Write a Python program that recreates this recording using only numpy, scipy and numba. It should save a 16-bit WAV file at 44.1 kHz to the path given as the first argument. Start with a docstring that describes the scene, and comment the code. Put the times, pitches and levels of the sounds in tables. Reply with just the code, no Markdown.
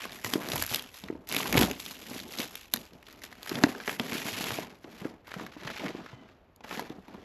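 """Crisp crackle, sharp snaps and dull thumps: thin shrink film is peeled and torn off a hollow case by hand.
Creases buckle and taut film snaps as dying noise bursts through broad resonances; glue rattles in stick-slip.
Hands knead the case's ringing modes, thump its panels and squeak on it in a rough stack of partials.
Air rumbles under a faint room; two close microphone ports dip near 9 kHz and ring near 12 kHz,
each a little differently."""
import sys
import numpy as np
from scipy import signal
from scipy.fft import rfft, irfft
from scipy.io import wavfile
from scipy.ndimage import uniform_filter1d
from numba import njit

SR = 44100
rng = np.random.default_rng(int(sys.argv[2]) if len(sys.argv) > 2 else 0)


def transcribe(u):
    """Save the signal u as a 16-bit wav file named by the first command-line argument.

    u: samples, shape (n,) or (channels, n), limited to [-1, 1]; the rate is SR.
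    q: integer samples, one column per channel.
    """
    v = np.clip(np.atleast_2d(u).T, -1, 1)
    q = np.round(v * 32767).astype(np.int16)
    wavfile.write(sys.argv[1], SR, q)


N = 319284


def undb(db):
    """Turn dB into an amplitude factor."""
    return 10 ** (np.asarray(db) / 20)


def level(x, db):
    """Scale a sound to an RMS level in dB."""
    return x * undb(db) / np.sqrt(np.mean(x ** 2))


def band(x, lo_hz, hi_hz):
    """Keep the sound between two frequencies, with gentle slopes."""
    return signal.sosfilt(signal.butter(2, [lo_hz, hi_hz], "band", fs=SR, output="sos"), x)


def colour(x, points):
    """Causal filter through (Hz, dB) points, built from the cepstrum of the log gain."""
    hz, db = np.transpose(points)
    size = 4096
    grid = np.log(np.arange(size // 2 + 1) * SR / size + 1)
    gain = undb(np.interp(grid, np.log(hz), db))
    cepstrum = irfft(np.log(gain))
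    # folding the cepstrum forward in time gives minimum phase
    cepstrum[1:size // 2] *= 2
    cepstrum[size // 2 + 1:] = 0
    impulse = irfft(np.exp(rfft(cepstrum)))
    return signal.fftconvolve(x, impulse)[:N]


@njit
def bursts(drive, start, peak, hz, sharp, t60):
    """Each burst is a quickly rising, then dying drive rung through one resonance, scaled to its peak."""
    out = np.zeros(len(drive))
    for e in range(len(start)):
        n = min(int(t60[e] * SR) + 64, len(drive) - start[e])
        y = np.zeros(n)
        band_state, low_state = 0., 0.
        g = np.tan(np.pi * hz[e] / SR)
        damping = 1 / sharp
        fade = np.exp(-np.log(1000) / (t60[e] * SR))
        envelope = 1.
        for i in range(n):
            rise = min(1., (i + 1) * 30 / n)
            push = envelope * rise * drive[start[e] + i]
            v = (band_state + g * (push - low_state)) / (1 + g * (g + damping))
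            band_state = 2 * v - band_state
            low_state += 2 * g * v
            y[i] = v
            envelope *= fade
        out[start[e]:start[e] + n] += y * peak[e] / (np.max(np.abs(y)) + 1e-12)
    return out


def scatter(rate, spread_db):
    """Random moments (rate per s) with mostly small, rarely large sizes, and two spare chances each."""
    draw = rng.random((int(rate) * N // SR, 4))
    start = (draw[:, 0] * (N - 1)).astype(np.int64)
    size = undb(-spread_db * np.log(1 - draw[:, 1]))
    return start, size, draw[:, 2], draw[:, 3]


def gestures(table, fade_db_s, rest_db):
    """Level in dB over time: every row swells, holds and fades; rows add up in power above a rest level."""
    swell_db = 15.5  # a gesture swells to its level from this far below
    settle_db, settle_db_s = -20, 47  # then things settle: a fainter, slower fade
    t = np.arange(0, N, 32) / SR
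    start, swell, hold, db = np.asarray(table, float).T[:, :, None]
    since = t - start
    swell = np.abs(swell) + 0.00033  # never quite instant
    after = since - swell - hold
    fade = np.maximum(-fade_db_s * after, settle_db - settle_db_s * after)
    shape = np.minimum(swell_db * (since / swell - 1), np.minimum(0, fade))
    power = undb(2 * rest_db) + np.sum(undb(2 * (db + shape)) * (since >= 0), axis=0)
    return np.interp(np.arange(N) / SR, t, 10 * np.log10(power))


def rustle():
    """Many creases buckle, each with its own pitch and sharp edge; rows: body, edge, second edge."""
    # tugs at the film: start [t/s], swell [t/s], hold [t/s],
    # rustle [level/dB before trim], crisp edges above the rustle [level/dB before trim]
    tugs = [(0, 0.00067, 0.022, -43, -9.5), (0.109, .02, 0.046, -53, -2.5),
            (0.236, 0.0067, 0.099, -47, 0.5), (0.383, 0.026, 0.089, -49, -4), (0.468, .05, 0.11, -42, -1.5),
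            (0.675, 0.035, 0.031, -39.5, -1.5), (0.916, 0.023, 0.048, -54, -2),
            (1.023, 0.0091, 0.058, -60, -17), (1.271, 0.052, 0.17, -40, -3.5),
            (1.496, 0.076, 0.059, -34.5, -3), (1.779, .02, .12, -50, -2.5),
            (1.958, .02, 0.052, -52.5, -5.5), (2.041, .1, .04, -46, -3), (2.276, 0.13, 0.017, -41.5, -4.5),
            (2.488, .02, .12, -57, -5.5), (2.712, .01, 0.061, -58.5, 2), (2.802, 0.0081, 0.026, -59.5, -9),
            (2.93, 0.012, 0.051, -68.5, -10), (3.022, 0.058, 0.079, -58.5, -10),
            (3.212, 0.013, 0.024, -53, -8.5), (3.294, 0.022, .06, -61, -8), (3.405, 0.077, 0.22, -47, -7),
            (3.736, 0.035, 0.16, -52, -11), (3.851, 0.014, 0.036, -47, -0.5), (3.963, 0.16, .06, -42, -7),
            (4.184, 0.1, 0.29, -42, -6.5), (4.82, 0.15, 0.088, -57, -11), (5.246, .04, .14, -53, -14),
            (5.518, 0.17, 0.17, -46.5, -16.5), (5.93, 0.025, 0.14, -59.5, -22),
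            (6.12, .02, 0.17, -69.5, -27), (6.631, 0.0067, .04, -56.5, -17),
            (6.66, 0.065, 0.049, -45.5, -10), (6.908, 0.0056, 0.098, -71, -13),
            (7.019, 0.022, .2, -63.5, -17.5)]
    # the creases over time: moment [t/s], middle pitch [f/Hz], how unlike their sizes are [0-1.5]
    creases = [(0, 2100, .9), (.3, 2000, 1.0), (.45, 2000, 1.25), (.75, 2900, 1.25), (1.1, 2500, 1.2),
               (1.45, 2300, 1.15), (1.9, 2800, 1.0), (2.8, 2800, 1.1), (3.2, 1900, 1.1), (3.8, 1650, .8),
               (4.35, 2500, .6), (4.7, 1900, .8), (5.4, 1500, .8), (5.8, 2000, .7), (6.0, 1350, .5),
               (6.3, 1300, .5), (6.7, 1700, .8), (7.24, 1500, .8)]
    *timing, db, crisp_db = np.transpose(tugs)
    # fades in dB/s; the rest levels are there because the film never lies quite still
    rustle_db = gestures(np.transpose([*timing, db]), fade_db_s=136.5, rest_db=-96.5)
    edge_db = gestures(np.transpose([*timing, db + crisp_db]), fade_db_s=186, rest_db=-99.5)
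    s, *columns = np.transpose(creases)
    middle_hz, unlike = (np.interp(np.arange(N) / SR, s, c) for c in columns)

    start, size, pitch, length = scatter(rate=1100, spread_db=2.5)
    # dull rubbing is even, crisp film breaks into ticks of very unlike size, and shorter ones
    size = size ** np.clip(unlike[start], .2, 1.5)
    t60 = (.004 + .018 * length) / (.4 + .8 * unlike[start] ** 2)
    # most creases gather near the middle pitch, some stray far from it
    hz = middle_hz[start] * 2 ** (1.51 * np.sign(pitch - .5) * (2 * pitch - 1) ** 2)
    noise = rng.standard_normal((3, N))
    body = bursts(noise[0] + .8, start, size, hz, 2.2, t60)
    # higher creases have the stronger edges
    edge_size = size * undb(8 * (pitch - .5))
    edge_hz = np.full_like(t60, 7060.0)
    edges = [level(bursts(n, start, edge_size, edge_hz, 0.74, t60), 3.9) for n in noise[1:]]
    return np.array([undb(rustle_db) * level(body, 3.3), undb(edge_db) * edges[0], undb(edge_db) * edges[1]])


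def case(push):
    """The hollow case rings in its short modes."""
    # modes of the case: pitch [f/Hz], relative [level/dB], decay by 60 dB [t/s]
    case_modes = [(123, -21, 0.3), (228, -19, 0.24), (270, 7.5, 0.038), (349, 4, 0.032), (419, 5.5, 0.031),
                  (676, -8, 0.035), (770, -14, 0.12)]
    t = np.arange(SR // 4) / SR
    ring = sum(undb(db) * np.sin(2 * np.pi * hz * t) * np.exp(-np.log(1000) * t / t60)
               for hz, db, t60 in case_modes)
    return signal.fftconvolve(push, ring / np.max(np.abs(ring)))[:N]


def grip():
    """Fingers and tugging film knead the case with many small soft pushes."""
    # hands press on the case: start [t/s], swell [t/s], hold [t/s], load [level/dB before trims]
    grips = [(0, .002, 0.17, -51.5), (.24, .04, 0.13, -42), (.42, 0.042, 0.12, -42.5),
             (.7, 0.027, 0.036, -45.5), (1.03, .01, 0.13, -51), (1.29, 0.045, 0.16, -40),
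             (1.5, 0.052, 0.066, -29), (1.78, 0.076, 0.52, -57), (2.06, 0.016, 0.36, -52.5),
             (2.37, 0.017, 0.025, -42), (2.73, 0.023, 0.055, -51), (2.9, 0.021, 0.021, -54.5),
             (3.02, .05, 0.4, -60), (3.48, 0.087, 0.12, -38), (3.63, 0.011, 0.062, -47),
             (3.75, 0.014, 0.055, -51.5), (3.87, 0.017, 0.047, -45), (3.99, 0.0067, 0.3, -44.5),
             (4.33, 0.044, 0.11, -43), (4.46, 0.029, 0.14, -45), (4.84, 0.017, 0.071, -51.5),
             (5.0, 0.028, 0.046, -46.5), (5.33, 0.06, 0.033, -44.5), (5.55, 0.093, 0.038, -44.5),
             (5.79, 0.013, 0.071, -39), (5.94, 0.012, 0.036, -47.5), (6.1, 0.029, 0.12, -57.5),
             (6.64, .11, 0.079, -44.5), (6.89, 0.0089, 0.025, -49), (7.07, 0.0085, .15, -53.5)]
    load_db = gestures(grips, fade_db_s=139, rest_db=-67)  # the case never lies quite still
    start, size, pitch, length = scatter(rate=500, spread_db=1.2)
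    hz, t60 = 125 * 2 ** (2.3 * pitch), 0.0022 + 0.11 * length
    knead = bursts(rng.standard_normal(N), start, size, hz, 0.96, t60)
    ringing = level(case(knead), -3.0)
    direct = level(band(knead, 79, 980), 0.3)
    return undb(load_db) * band(ringing + direct, 130, 2500)


def walls(x):
    """A small furnished room answers with a short dull tail."""
    t = np.arange(SR // 3) / SR
    tail = band(rng.standard_normal(len(t)), 100, 9000)
    tail *= np.exp(-np.log(1000) * t / 0.12) * (t > .004)  # dies in 0.12 s, after a 4 ms gap
    return signal.fftconvolve(x, tail / np.sqrt(np.sum(tail ** 2)))[:N]


def room_tone():
    """The faint steady bed of the room is noise, heaviest in the deep bass."""
    # tilt of the bed: [f/Hz], relative density [level/dB]
    room_curve = [(18, -43.5), (30, 1.5), (93, -15.5), (111, -13.5), (272, -25), (587, -20.5), (2730, -36),
                  (8220, -57), (13700, -56.5)]
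    return level(colour(rng.standard_normal(N), room_curve), -60)


def draught():
    """Moving air buffets the ports with a low uneven rumble."""
    # gusts pushed past the ports by the arms and the flapping sheet:
    # start [t/s], swell [t/s], hold [t/s], gust [level/dB before trim]
    gusts = [(.45, 0.14, .03, -44.5), (1.03, .02, .1, -55), (1.48, 0.12, 0.018, -35),
             (2.08, 0.06, 0.1, -58), (4.4, 0.099, .03, -59)]
    gust_db = gestures(gusts, fade_db_s=143, rest_db=-66.5)
    return level(band(rng.standard_normal(N), 35, 87), 4.0) * undb(gust_db)


def snaps():
    """Taut film lets go: a pitched crack, a broad body and a bright edge (rows as in the rustle)."""
    # loud snaps of the film: moment [t/s], peak before trims [level/dB], pitch [f/Hz],
    # crisp edge relative to the peak before trim [level/dB]
    snap_hits = [(0.0534, -26, 1090, -11), (0.1213, -31, 3630, -9), (0.2461, -15.5, 2140, -8.5),
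                 (0.2637, -24, 920, -17), (0.3366, -13, 3200, -3.5), (0.4868, -19.5, 5870, -13),
                 (.5334, -22, 950, -36), (.519, -18, 4350, -17), (.557, -23, 870, -3),
                 (0.595, -29, 6000, -20), (.637, -27, 2260, 1), (.664, -32, 6000, 7.5),
                 (0.6231, -23.5, 1660, 6), (0.6953, -26, 3750, -6), (0.7366, -27, 2450, -4),
                 (0.7451, -15, 4470, -1), (0.759, -20, 2940, -0.5), (0.7938, -24.5, 3360, -10),
                 (0.8228, -36, 2970, 1), (.9425, -35.5, 3980, -2), (1.0384, -32, 3400, -8),
                 (1.085, -32, 1910, -27), (1.272, -62.5, 2000, 18), (1.2894, -30, 6500, 3),
                 (1.296, -24.5, 5090, -17), (1.3142, -22, 2560, -16), (1.3243, -31.5, 1870, 6.5),
                 (1.3464, -18, 2280, -4), (1.365, -11, 3110, -9), (1.402, -21.5, 890, -25),
                 (1.4055, -21.5, 2830, -22), (1.457, -24.5, 890, -19), (1.5263, -15.5, 2400, -5.5),
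                 (1.543, -15, 1910, -17), (1.561, -19, 1200, -26), (1.574, -10, 2620, -15.5),
                 (1.578, -6, 2430, -15), (1.6121, -13, 3250, -4.5), (1.623, -14, 1870, -4),
                 (1.6315, -14, 3180, -8.5), (1.7124, -22, 2240, -2.5), (1.8005, -25.5, 3730, -6),
                 (1.8622, -24, 3320, -10), (1.9104, -26, 3480, -7), (2.2005, -26, 4250, -11),
                 (2.3223, -30, 4800, -0.5), (2.3863, -17, 4320, -16), (2.4015, -21, 2150, -6),
                 (2.5542, -25.5, 3600, -2), (2.6456, -41.5, 2280, -31), (2.7375, -14.5, 3830, 2.5),
                 (2.7403, -22.5, 1580, -12), (2.7603, -28.5, 1650, 1.5), (2.7715, -26, 3610, -11.5),
                 (2.853, -41.5, 5500, -8), (2.934, -42, 4500, -12), (3.0274, -42, 2250, -8),
                 (3.0847, -38.5, 1280, -10), (3.067, -39, 3300, -25), (3.127, -40, 5800, -4),
                 (3.2368, -30, 5800, -10), (3.24, -30, 1880, -5.5), (3.3267, -32.5, 1760, -13),
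                 (3.4299, -30.5, 3720, -4.5), (3.4735, -35.5, 1690, -2), (3.494, -19.5, 4640, -9.5),
                 (3.5147, -27, 1610, -17), (3.5547, -21, 2970, -19), (3.6367, -4, 1750, -26),
                 (3.7502, -29, 1450, -34), (3.8011, -27.5, 1600, -28), (3.8774, -16, 1620, -28),
                 (3.894, -19, 1660, -15), (3.997, -15.5, 2940, -18), (4.1207, -22, 1920, -21),
                 (4.1588, -32, 2730, -18), (4.2856, -21.5, 1930, -23), (4.4408, -21, 3440, -15),
                 (4.506, -18.5, 1550, -30), (4.8426, -38, 1560, -26), (5.0466, -33.5, 1590, -29),
                 (5.279, -35.5, 990, -15), (5.3166, -28, 1760, -29), (5.3399, -25.5, 1580, -15),
                 (5.3965, -28, 985, -40), (5.4648, -30, 1640, -14), (5.6746, -22.5, 1800, -38),
                 (5.7024, -27, 1320, -20), (5.7658, -28, 2160, -30), (5.8622, -25, 1810, -21),
                 (5.8819, -25.5, 2400, -27), (6.0616, -35, 1240, -35), (6.29, -50, 2400, -19),
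                 (6.561, -46, 6500, 0.5), (6.6066, -39.5, 1000, -30), (6.6443, -35, 870, -28),
                 (6.711, -25, 1380, -31), (6.7267, -29, 1200, -29), (6.7945, -21, 1100, -11.5),
                 (6.898, -37, 3300, -14), (7.082, -40, 900, -15), (7.143, -42, 900, -20)]
    s, db, hz, edge_db = np.transpose(snap_hits)
    start = (s * SR).astype(np.int64)
    t60 = 0.0065 + 23.6 / hz  # a fixed time in s plus a number of cycles of the pitch
    noise = rng.standard_normal((4, N))
    # the steady part of the drive is the sudden release, the noise is the tearing after it
    crack = bursts(noise[0] + 1.5, start, undb(db - 3), hz, 3.0, t60)
    broad = bursts(noise[3] + 1.1, start, undb(db), 0.97 * hz, 0.8, 0.16 * t60)
    edge_peak, edge_hz = undb(db + edge_db + 2.0), np.full_like(s, 8900.0)
    edges = [bursts(n, start, edge_peak, edge_hz, 0.54, 0.6 * t60) for n in noise[1:3]]
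    return np.array([crack + broad, *edges])


def thumps():
    """Each blow bends one panel, which rings briefly while the contact knocks near 413 Hz."""
    # thumps on the case: moment [t/s], panel peak before the band filter [level/dB],
    # pitch of the struck panel [f/Hz]
    blows = [(0.2476, -29.5, 110), (0.3336, -24, 267), (0.3552, -16.5, 327), (.378, -29, 330),
             (.536, -25.5, 138), (0.711, -29.5, 119), (1.036, -33.5, 195), (1.1004, -23.5, 353),
             (1.125, -32, 304), (1.1515, -31.5, 328), (1.3184, -29, 357), (1.3638, -26.5, 258),
             (1.5518, -12.5, 292), (1.5738, -11.5, 130), (1.5965, -20, 250), (1.613, -15.5, 291),
             (1.6353, -14, 220), (1.7059, -25, 256), (2.1105, -28, 255), (2.16, -32, 267),
             (2.3953, -27.5, 260), (2.741, -28, 236), (2.771, -36, 236), (3.5157, -23.5, 354),
             (3.547, -31, 136), (3.6371, -5.5, 284), (3.666, -19.5, 276), (3.689, -27, 300),
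             (3.8814, -21.5, 408), (3.9993, -20, 237), (4.1227, -26.5, 238), (4.15, -25.5, 275),
             (4.253, -28.5, 215), (4.324, -31.5, 105), (4.405, -31, 198), (4.436, -36, 198),
             (4.515, -28, 109), (4.5864, -23, 675), (4.8448, -33, 354), (5.0152, -28.5, 194),
             (5.0522, -23.5, 310), (5.3627, -29.5, 185), (5.4094, -29.5, 310), (5.565, -33, 304),
             (5.6494, -30, 151), (5.8355, -29, 615), (5.8538, -29, 207), (5.948, -26.5, 342),
             (6.1292, -34, 124), (6.7742, -29.5, 219), (6.82, -29, 394), (6.9023, -30, 320),
             (6.983, -36, 193), (7.0838, -40, 213), (7.1451, -34.5, 214)]
    s, db, hz = np.transpose(blows)
    start = (s * SR).astype(np.int64)
    panel = bursts(np.ones(N), start, undb(db), hz, 4.74, 11 / hz)
    knock_hz, knock_t60 = np.full_like(s, 413.0), np.full_like(s, 0.032)
    knock = bursts(rng.standard_normal(N), start, undb(db - 4.0), knock_hz, 1.5, knock_t60)
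    return band(panel + knock, 130, 1500)


def rattle():
    """Glued film peels in even, slowing stick-slips of the peel line, each a short dry tick."""
    span_s, slips_per_s = (.408, .482), (175, 115)  # from start to end
    peak_db, pitch_hz, t60_s = -27, 2400, 0.0014
    t = np.arange(N) / SR
    slips = np.cumsum(np.interp(t, span_s, slips_per_s, left=0, right=0)) / SR
    start = np.flatnonzero(np.diff(np.floor(slips)))
    size = undb(peak_db + 2 * rng.standard_normal(len(start)))  # ticks vary by about 2 dB
    return bursts(np.ones(N), start, size, np.full_like(size, pitch_hz), 0.42, np.full_like(size, t60_s))


def squeak():
    """Stick-slip of skin: a slightly rough stack, strongest on its second and third partials."""
    # a palm slips on the glossy panel: moment [t/s], slip rate [f/Hz], second partial [level/dB]
    palm_slip = [(6.1, 1020, -80), (6.14, 1012, -61), (6.17, 1000, -69), (6.19, 1005, -63),
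                 (6.27, 985, -74)]
    s, hz, db = np.transpose(palm_slip)
    t = np.arange(N) / SR
    waver = 1 + .3 * uniform_filter1d(rng.standard_normal(N), size=200)
    phase = 2 * np.pi * np.cumsum(np.interp(t, s, hz) * waver) / SR
    stack = undb(-5) * np.sin(phase) + np.sin(2 * phase) + undb(-2) * np.sin(3 * phase)
    return stack * undb(np.interp(t, s, db, left=-200, right=-200))


def scene():
    """Film, hands, air and room add up at two ports, as what they share plus or minus what differs."""
    body, edge, other_edge = rustle() + snaps()
    # a soft fold carries no top treble; only its edge does
    film = band(body + rattle(), 160, 6300) + edge
    near = film + thumps() + grip() + squeak()
    air = room_tone() + draught()
    wet = walls(near)
    both = near + undb(-20) * wet + air
    # the finest edges and a little of the room reach the two ports by different paths
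    apart = 0.96 * band(other_edge, 10000, 15000) - .3 * edge - .6 * band(edge, 3000, 9000)
    apart += undb(-24.0) * wet
    return np.array([both + apart, both - apart])


def record(dry):
    """Two close ports colour what they share and what they hear apart; peaks are rounded and the top is cut."""
    # response of the ports to what they share: [f/Hz], gain [level/dB]
    shared_curve = [(30, -14), (80, -2.5), (3000, 1), (7200, -0.5), (8700, -8.5), (9100, -17), (9500, -7),
                    (11800, 8.5), (12700, 1.5), (13700, -13)]
    # response of the ports to where they differ: [f/Hz], gain [level/dB]
    split_curve = [(300, -31.5), (3500, -41.5), (4500, -14), (9500, -23.5), (11000, -6.5), (12200, 4),
                   (12900, 2), (13700, -34.5)]
    mid = colour((dry[0] + dry[1]) / 2, shared_curve)
    side = colour((dry[0] - dry[1]) / 2, split_curve)
    rounded = 2 * np.tanh(np.array([mid + side, mid - side]) / 2)
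    steep = signal.ellip(8, .3, 30, 13870, fs=SR, output="sos")  # cut-off in Hz
    soft = signal.butter(8, 15000, fs=SR, output="sos")
    return signal.sosfilt(np.vstack([steep, soft]), rounded)


dry = scene()
out = record(dry)
transcribe(out)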